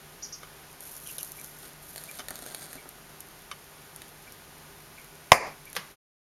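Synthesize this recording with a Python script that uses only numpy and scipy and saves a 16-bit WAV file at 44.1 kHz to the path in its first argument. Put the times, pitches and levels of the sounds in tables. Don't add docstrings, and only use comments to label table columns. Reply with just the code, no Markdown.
import sys
import numpy as np
from scipy import signal
from scipy.fft import rfft, irfft
from scipy.io import wavfile
from scipy.ndimage import uniform_filter1d

SR = 44100
rng = np.random.default_rng(int(sys.argv[2]) if len(sys.argv) > 2 else 0)


def waveform_to_disk(signal):
    frames = np.transpose(np.atleast_2d(signal))
    scaled = np.clip(frames, -1, 1) * 32767
    samples = np.round(scaled).astype(np.int16)
    wavfile.write(sys.argv[1], SR, samples)


N = 275175
TIME = np.arange(N) / SR


# frequency in Hz, relative level in dB.
BLAST_SPECTRUM = [(30, -16), (130, -8), (330, -21), (680, 0), (820, -0.5), (1080, -0.9), (1400, -20.5),
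                  (2150, -1), (3400, -16), (4300, -36), (5300, -11), (6800, -19), (11000, -26),
                  (16000, -39.5)]
BOOM_SPECTRUM = [(80, -16.5), (230, -13), (330, -12), (470, -4), (700, -0.5), (1080, -0.9), (1400, -12.5),
                 (1800, -6), (2400, -5), (3100, -25.5), (4000, -25.5), (4900, -12.5), (5800, -18.5),
                 (6700, -17.5), (8500, -18), (12000, -18.5), (16000, -35)]
# delay in seconds, gain.
REFLECTIONS = [(.00114, .39), (.003, .24), (.00809, .1), (.01207, .22)]

def bang(start_s=5.3187, strength_db=34, near_db=-13, room_db=-10.5, clutter_s=0.0045):
    out, blast = np.zeros(N), pulse(BLAST_SPECTRUM)
    add(out, start_s, blast)
    for delay, gain in REFLECTIONS:
        add(out, start_s + delay, gain * blast)
    add(out, start_s + clutter_s, amp(near_db) * through(tail(scale=0.09), blast))
    add(out, start_s + clutter_s, amp(room_db) * through(tail(), pulse(BOOM_SPECTRUM)))
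    return amp(strength_db) * out


# start in seconds, strength in dB.
POPS = [(5.7636, -16), (5.7660, -4)]
# frequency in Hz, relative level in dB.
POP_SPECTRUM = [(47, -45), (80, -30), (186, -4), (296, -27), (504, -2), (672, -13), (930, -10), (1100, 2),
                (1320, -6.5), (1860, -2), (4600, -11.5), (5300, -9), (6000, -14), (7870, -16.5),
                (8990, -17), (11500, -11), (16000, -36)]

def small_pop():
    out = np.zeros(N)
    for start, db in POPS:
        add(out, start, amp(db) * pulse(POP_SPECTRUM))
    return space(out, near_db=-0.5, room_db=-3.5)


# start in seconds, relative strength in dB, level of the body against the top in dB.
STRAW_SNAPS = [(0.8062, -17.5, -6), (1.0732, -15, -19), (1.183, -14, -29.5), (1.2098, -16, -11),
               (1.2306, -8, -15), (1.2475, -18, -14), (1.319, -14, -14), (1.398, -20, -16),
               (1.4135, -19, -11), (1.4445, -16.5, -12), (1.9603, -15, 7), (1.9797, -15, 12),
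               (2.038, -17, -3), (2.113, -17, -2), (2.2846, -11, 1), (2.3064, -12, 1), (2.3568, -15, 0),
               (2.39, -18.5, 6), (2.423, -19, -1), (2.463, -15.5, 0), (2.5475, -10.5, 0), (2.7301, -16, -5),
               (2.755, -21, 0), (2.8906, -18, -10), (3.2053, -15.5, -19.5), (3.9616, -17, -7),
               (4.019, -18.5, 8)]
MATCH_CRACKLES = [(4.3225, -22, -10), (5.045, -27, -13), (5.6552, -23, -14), (5.7002, -25, -14),
                  (5.7302, -17.5, -1), (5.7525, -18, 13), (5.759, -19, -7)]
# frequency in Hz, relative level in dB.
TOP_SPECTRUM = [(200, -54), (3000, -25), (6500, -7), (9500, -5.5), (11500, 0), (13000, -6.5),
                (16000, -21.5)]
BODY_SPECTRUM = [(60, -26), (300, -3), (750, 0.5), (1100, -12.5), (1600, 1.5), (2900, -8.5), (4300, 1),
                 (5600, -4.5), (8800, -2), (10500, -1.5), (16000, -18.5)]

def snaps_and_crackles(burst_s=0.0013, grit=0.34, gain_db=1):
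    out, t = np.zeros(N), TIME[:SR // 20]
    top, body = pulse(TOP_SPECTRUM), pulse(BODY_SPECTRUM)
    for start, db, body_db in STRAW_SNAPS + MATCH_CRACKLES:
        slips = (t == 0) + grit * rng.standard_normal(len(t)) * np.exp(-t / burst_s)
        snap = through(slips, top) + amp(body_db) * through(slips, body)
        add(out, start, amp(db + gain_db) * snap / np.linalg.norm(snap))
    return space(out, near_db=-8, room_db=-15)


# start in seconds, strength in dB, brightness in dB per octave.
KNOCKS = [(0.432, -21, 1), (1.1831, -12, 12.5), (2.1882, -19.5, 7), (2.1933, -16, 4), (2.2032, -21, 5),
          (3.514, -12.5, 0.5)]
# frequency in Hz, 60 dB decay time in seconds, relative level in dB.
KNOCK_MODES = [(980, 0.015, -1.5), (1185, .018, 3.5), (1630, 0.02, -7), (2200, 0.02, -2),
               (3060, 0.025, -1.5), (3600, 0.019, -6.5), (4650, 0.0078, -3), (5200, 0.026, -13),
               (6380, 0.016, -9), (11040, 0.01, -7.5)]

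def straw_knocks(clack_db=-7, clack_s=0.0011):
    out, t = np.zeros(N), TIME[:SR // 10]
    for start, db, bright_db in KNOCKS:
        contact = rng.standard_normal(len(t)) * np.exp(-t / clack_s)
        clack = through(contact, pulse(BODY_SPECTRUM))
        clack *= amp(clack_db) / np.linalg.norm(clack)
        add(out, start, amp(db) * (ring(KNOCK_MODES, bright_db) + clack))
    return space(out, near_db=1, room_db=-20)


# start in seconds, strength in dB, brightness in dB per octave.
BUMPS = [(2.194, -19, 2), (2.286, -22, 10), (2.309, -15.5, 3), (2.39, -26, 4), (2.424, -21, -1),
         (2.462, -22, 1), (2.755, -21, -5), (2.857, -23, -2)]
# frequency in Hz, 60 dB decay time in seconds, relative level in dB.
TABLE_MODES = [(279, 0.033, -7), (390, 0.027, -2.5), (604, 0.014, 3.5), (760, 0.017, 2.5),
               (1380, 0.022, -1.5), (1790, 0.019, -3)]

def table_bumps():
    out = np.zeros(N)
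    for start, db, bright_db in BUMPS:
        add(out, start, amp(db) * ring(TABLE_MODES, bright_db))
    return space(out, near_db=-7, room_db=-5)


# start in seconds, length in seconds, relative level in dB.
SLIDES = [(.8, 0.24, -45), (1.07, 0.2, -47.5), (1.35, 0.3, -50.5), (1.81, 0.36, -50.5), (2.33, 0.37, -53)]
DRAGS = [(1.6, 0.032, -54), (1.94, 0.24, -53.5), (2.28, 0.437, -50)]
# frequency in Hz, relative level in dB.
SLIDE_SPECTRUM = [(200, -42), (3000, -22), (6500, -5.5), (9000, -8.5), (11300, 5), (13000, -4),
                  (16000, -22)]
DRAG_SPECTRUM = [(60, -16), (260, 2.5), (450, 1), (750, 2.5), (1100, -8.5), (1600, 0.5), (2900, -10.5),
                 (4100, 0.5), (5600, -10), (8800, 2.5), (10500, -8), (16000, -15)]

def rubbing(slide_db=-1, drag_db=-2, slide_body_db=-14, catch_db=-9, uneven_db=1.4):
    grip = amp(uneven_db * drift(14))
    slide, drag = grip * stroke_level(SLIDES), grip * stroke_level(DRAGS)
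    fine = grains(per_s=1400, spread_db=4.3, cap=3)
    coarse = grains(per_s=600, spread_db=4.3, cap=3)
    catches = amp(catch_db) * grains(per_s=35, spread_db=3, cap=2)
    fizz = through((fine + catches) * slide * amp(slide_db), pulse(SLIDE_SPECTRUM))
    scrape_level = drag * amp(drag_db) + slide * amp(slide_body_db)
    scrape = through((coarse + catches) * scrape_level, pulse(DRAG_SPECTRUM))
    return space(fizz + scrape, near_db=-7, room_db=-14)


# start in seconds, length in seconds, top pitch in Hz, level in dB.
SQUEAKS = [(1.056, 0.0223, 2968, -53), (1.077, 0.033, 2776, -54), (1.179, 0.043, 2940, -53.5)]

def squeaks(second_db=-2):
    out = np.zeros(N)
    for start, length, hz, db in SQUEAKS:
        note = signal.hilbert(whistle(length, hz, arch=0.045, rough=0.084))
        phase = np.angle(note)
        harmonics = np.cos(phase) + amp(second_db) * np.cos(2 * phase) + np.cos(3 * phase)
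        add(out, start, amp(db) * unit(abs(note) * harmonics))
    return space(out, near_db=1.5, room_db=-3)


# start in seconds, length in seconds, top pitch in Hz, level in dB.
CHIRPS = [(0.222, 0.037, 5930, -41.5), (0.322, 0.028, 5820, -43)]
# start in seconds, relative level in dB.
PEEPS = [(1.380, -48.5), (2.083, -45), (2.776, -47), (4.269, -51), (4.975, -48), (5.665, -48.5)]

def birds(upper_ratio=1.14, upper_db=-4, peep_hz=2330, peep_s=0.022, peep_db=-4):
    near, far = np.zeros(N), np.zeros(N)
    for start, length, hz, db in CHIRPS:
        for ratio, voice_db in [(1, 0), (upper_ratio, upper_db)]:
            voice = whistle(length, hz * ratio, arch=0.29, rough=0.025, peak_at=0.3)
            add(near, start, amp(db + voice_db) * voice)
    for start, db in PEEPS:
        add(far, start, amp(db) * whistle(peep_s, peep_hz, arch=0.12, rough=0.04))
    chirps = space(near, near_db=-9, room_db=-4)
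    return chirps + amp(peep_db) * space(far, near_db=-10, room_db=-6.5)


def faint_ticks(db=-66.5):
    ticks = grains(per_s=16, spread_db=3.5, cap=3)
    return amp(db) * through(ticks, pulse(TOP_SPECTRUM))


# frequency in Hz, relative level in dB.
AIR_SPECTRUM = [(15, -30.5), (25, -1), (120, -9), (153, -5), (223, -8), (394, -8), (476, -10), (840, -8.5),
                (1370, -12), (1480, -10.5), (2990, -15), (6920, -19.5), (7920, -21), (11900, -21),
                (16000, -28)]
HUM_TONES = [(150.7, -62), (398.4, -65.5), (1233, -68.5), (1453, -67.5)]

def background(air_db=-51.5, hiss_db=-57, hum_db=-1, waver_hz=2.5):
    air_level = amp(air_db + 0.35 * drift(5))
    air = air_level * unit(through(rng.standard_normal(N), pulse(AIR_SPECTRUM)))
    hiss = amp(hiss_db) * through(rng.standard_normal(N), pulse(TOP_SPECTRUM))
    hum = np.zeros(N)
    for hz, db in HUM_TONES:
        tone = np.sin(2 * np.pi * np.cumsum(hz + waver_hz * drift(25)) / SR)
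        hum += amp(db + hum_db) * unit(tone * (1 + 0.37 * drift(14)))
    return air + hiss + hum


# frequency in Hz, 60 dB decay time in seconds at scale 1.
ROOM_DECAY = [(150, .32), (800, 0.26), (2300, 0.27), (6000, 0.25), (14000, 0.15)]

def tail(scale=1):
    hz, t, bands = signal.stft(rng.choice([-1., 1.], SR), SR, nperseg=256)
    t60 = scale * read(ROOM_DECAY, hz)[:, None]
    echo = signal.istft(bands * 1000. ** (-t / t60), SR, nperseg=256)[1][:SR]
    echo *= np.clip(TIME[:SR] / (0.0043 * scale), 0, 1)
    return echo / np.linalg.norm(echo)


def space(x, near_db, room_db):
    return x + amp(near_db) * through(x, tail(scale=0.22)) + amp(room_db) * through(x, tail())


def ring(modes, bright_db):
    t = TIME[:SR // 10]
    sound = np.zeros(len(t))
    for hz, t60, db in modes:
        envelope = amp(db + bright_db * np.log2(hz)) * 1000. ** (-t / t60)
        sound += envelope * np.sin(2 * np.pi * hz * t) * rng.choice([-1, 1])
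    return sound / np.linalg.norm(sound)


def whistle(length, hz, arch, rough, peak_at=0.37):
    progress = np.linspace(0, 1, round(length * SR))
    flutter = unit(uniform_filter1d(rng.standard_normal(len(progress)), size=40))
    bend = np.sin(np.pi * np.interp(progress, [0, peak_at, 1], [0, 0.5, 1]))
    pitch = hz * (1 - arch * (1 - bend) + rough * flutter)
    return unit(np.sin(2 * np.pi * np.cumsum(pitch) / SR) * bend)


def stroke_level(strokes, attack_s=0.025, release_s=0.065):
    level = np.zeros(N)
    for start, length, db in strokes:
        attack = np.clip((TIME - start) / attack_s, 0, 1)
        release = np.exp(-np.maximum(TIME - start - length, 0) / release_s)
        level += amp(db) * attack * release
    return level


def grains(per_s, spread_db, cap):
    size = amp(spread_db * np.minimum(rng.exponential(1, N), cap)) * rng.choice([-1, 1], N)
    return unit(size * (rng.random(N) < per_s / SR))


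def drift(rate_hz):
    slow = np.fft.rfftfreq(N, 1 / SR) < rate_hz
    return unit(irfft(rfft(rng.standard_normal(N)) * slow, N))


def pulse(spectrum, size=4096):
    hz = abs(np.fft.fftfreq(size, 1 / SR))
    log_gain = np.log(amp(read(spectrum, hz)))
    response = np.exp(np.conj(signal.hilbert(log_gain)))
    shape = np.fft.ifft(response).real[:size // 2]
    return shape / np.linalg.norm(shape)


def through(x, response):
    return signal.fftconvolve(x, response)[:len(x)]


def add(mix, start_s, sound):
    part = mix[round(start_s * SR):][:len(sound)]
    part += sound[:len(part)]


def read(points, hz):
    f, value = np.transpose(points)
    return np.interp(np.log(hz + 1), np.log(f + 1), value)


def unit(x):
    return x / np.sqrt(np.mean(x ** 2) + 1e-20)


def amp(db):
    return 10 ** (np.asarray(db) / 20)


def scene():
    handling = rubbing() + squeaks() + snaps_and_crackles() + straw_knocks() + table_bumps()
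    return (handling + faint_ticks() + background() + birds() + bang() + small_pop())[None]


def limiter(x, threshold_db=-4, depth_db=15.5, recover_db_per_s=193, late_s=0.00408, attack_s=0.0007):
    over_db = np.maximum(20 * np.log10(abs(x[0]) + 1e-9) - threshold_db, 0)
    recovery_db = recover_db_per_s * TIME
    held_db = np.minimum(np.maximum.accumulate(over_db + recovery_db) - recovery_db, depth_db)
    delayed_db = np.interp(TIME - late_s, TIME, held_db)
    lag = np.exp(-1 / (attack_s * SR))
    return x * amp(-signal.lfilter([1 - lag], [1, -lag], delayed_db))


def record(dry, ceiling=0.83, notch_hz=7893, notch_width_hz=1200, rolloff_hz=14800, edge_hz=16100):
    ducked = limiter(dry)
    clipped = ducked / (1 + (ducked / ceiling) ** 6) ** (1 / 6)
    notched = signal.lfilter(*signal.iirnotch(notch_hz, notch_hz / notch_width_hz, SR), clipped)
    rolled = signal.lfilter(*signal.butter(3, rolloff_hz, fs=SR), notched)
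    faded = rolled * np.interp(TIME, [5.905, 5.96], [1, 0])
    low_pass = signal.firwin(255, edge_hz, window=("kaiser", 9), fs=SR)
    return signal.oaconvolve(faded, low_pass[None], "same")


dry = scene()
out = record(dry)
waveform_to_disk(out)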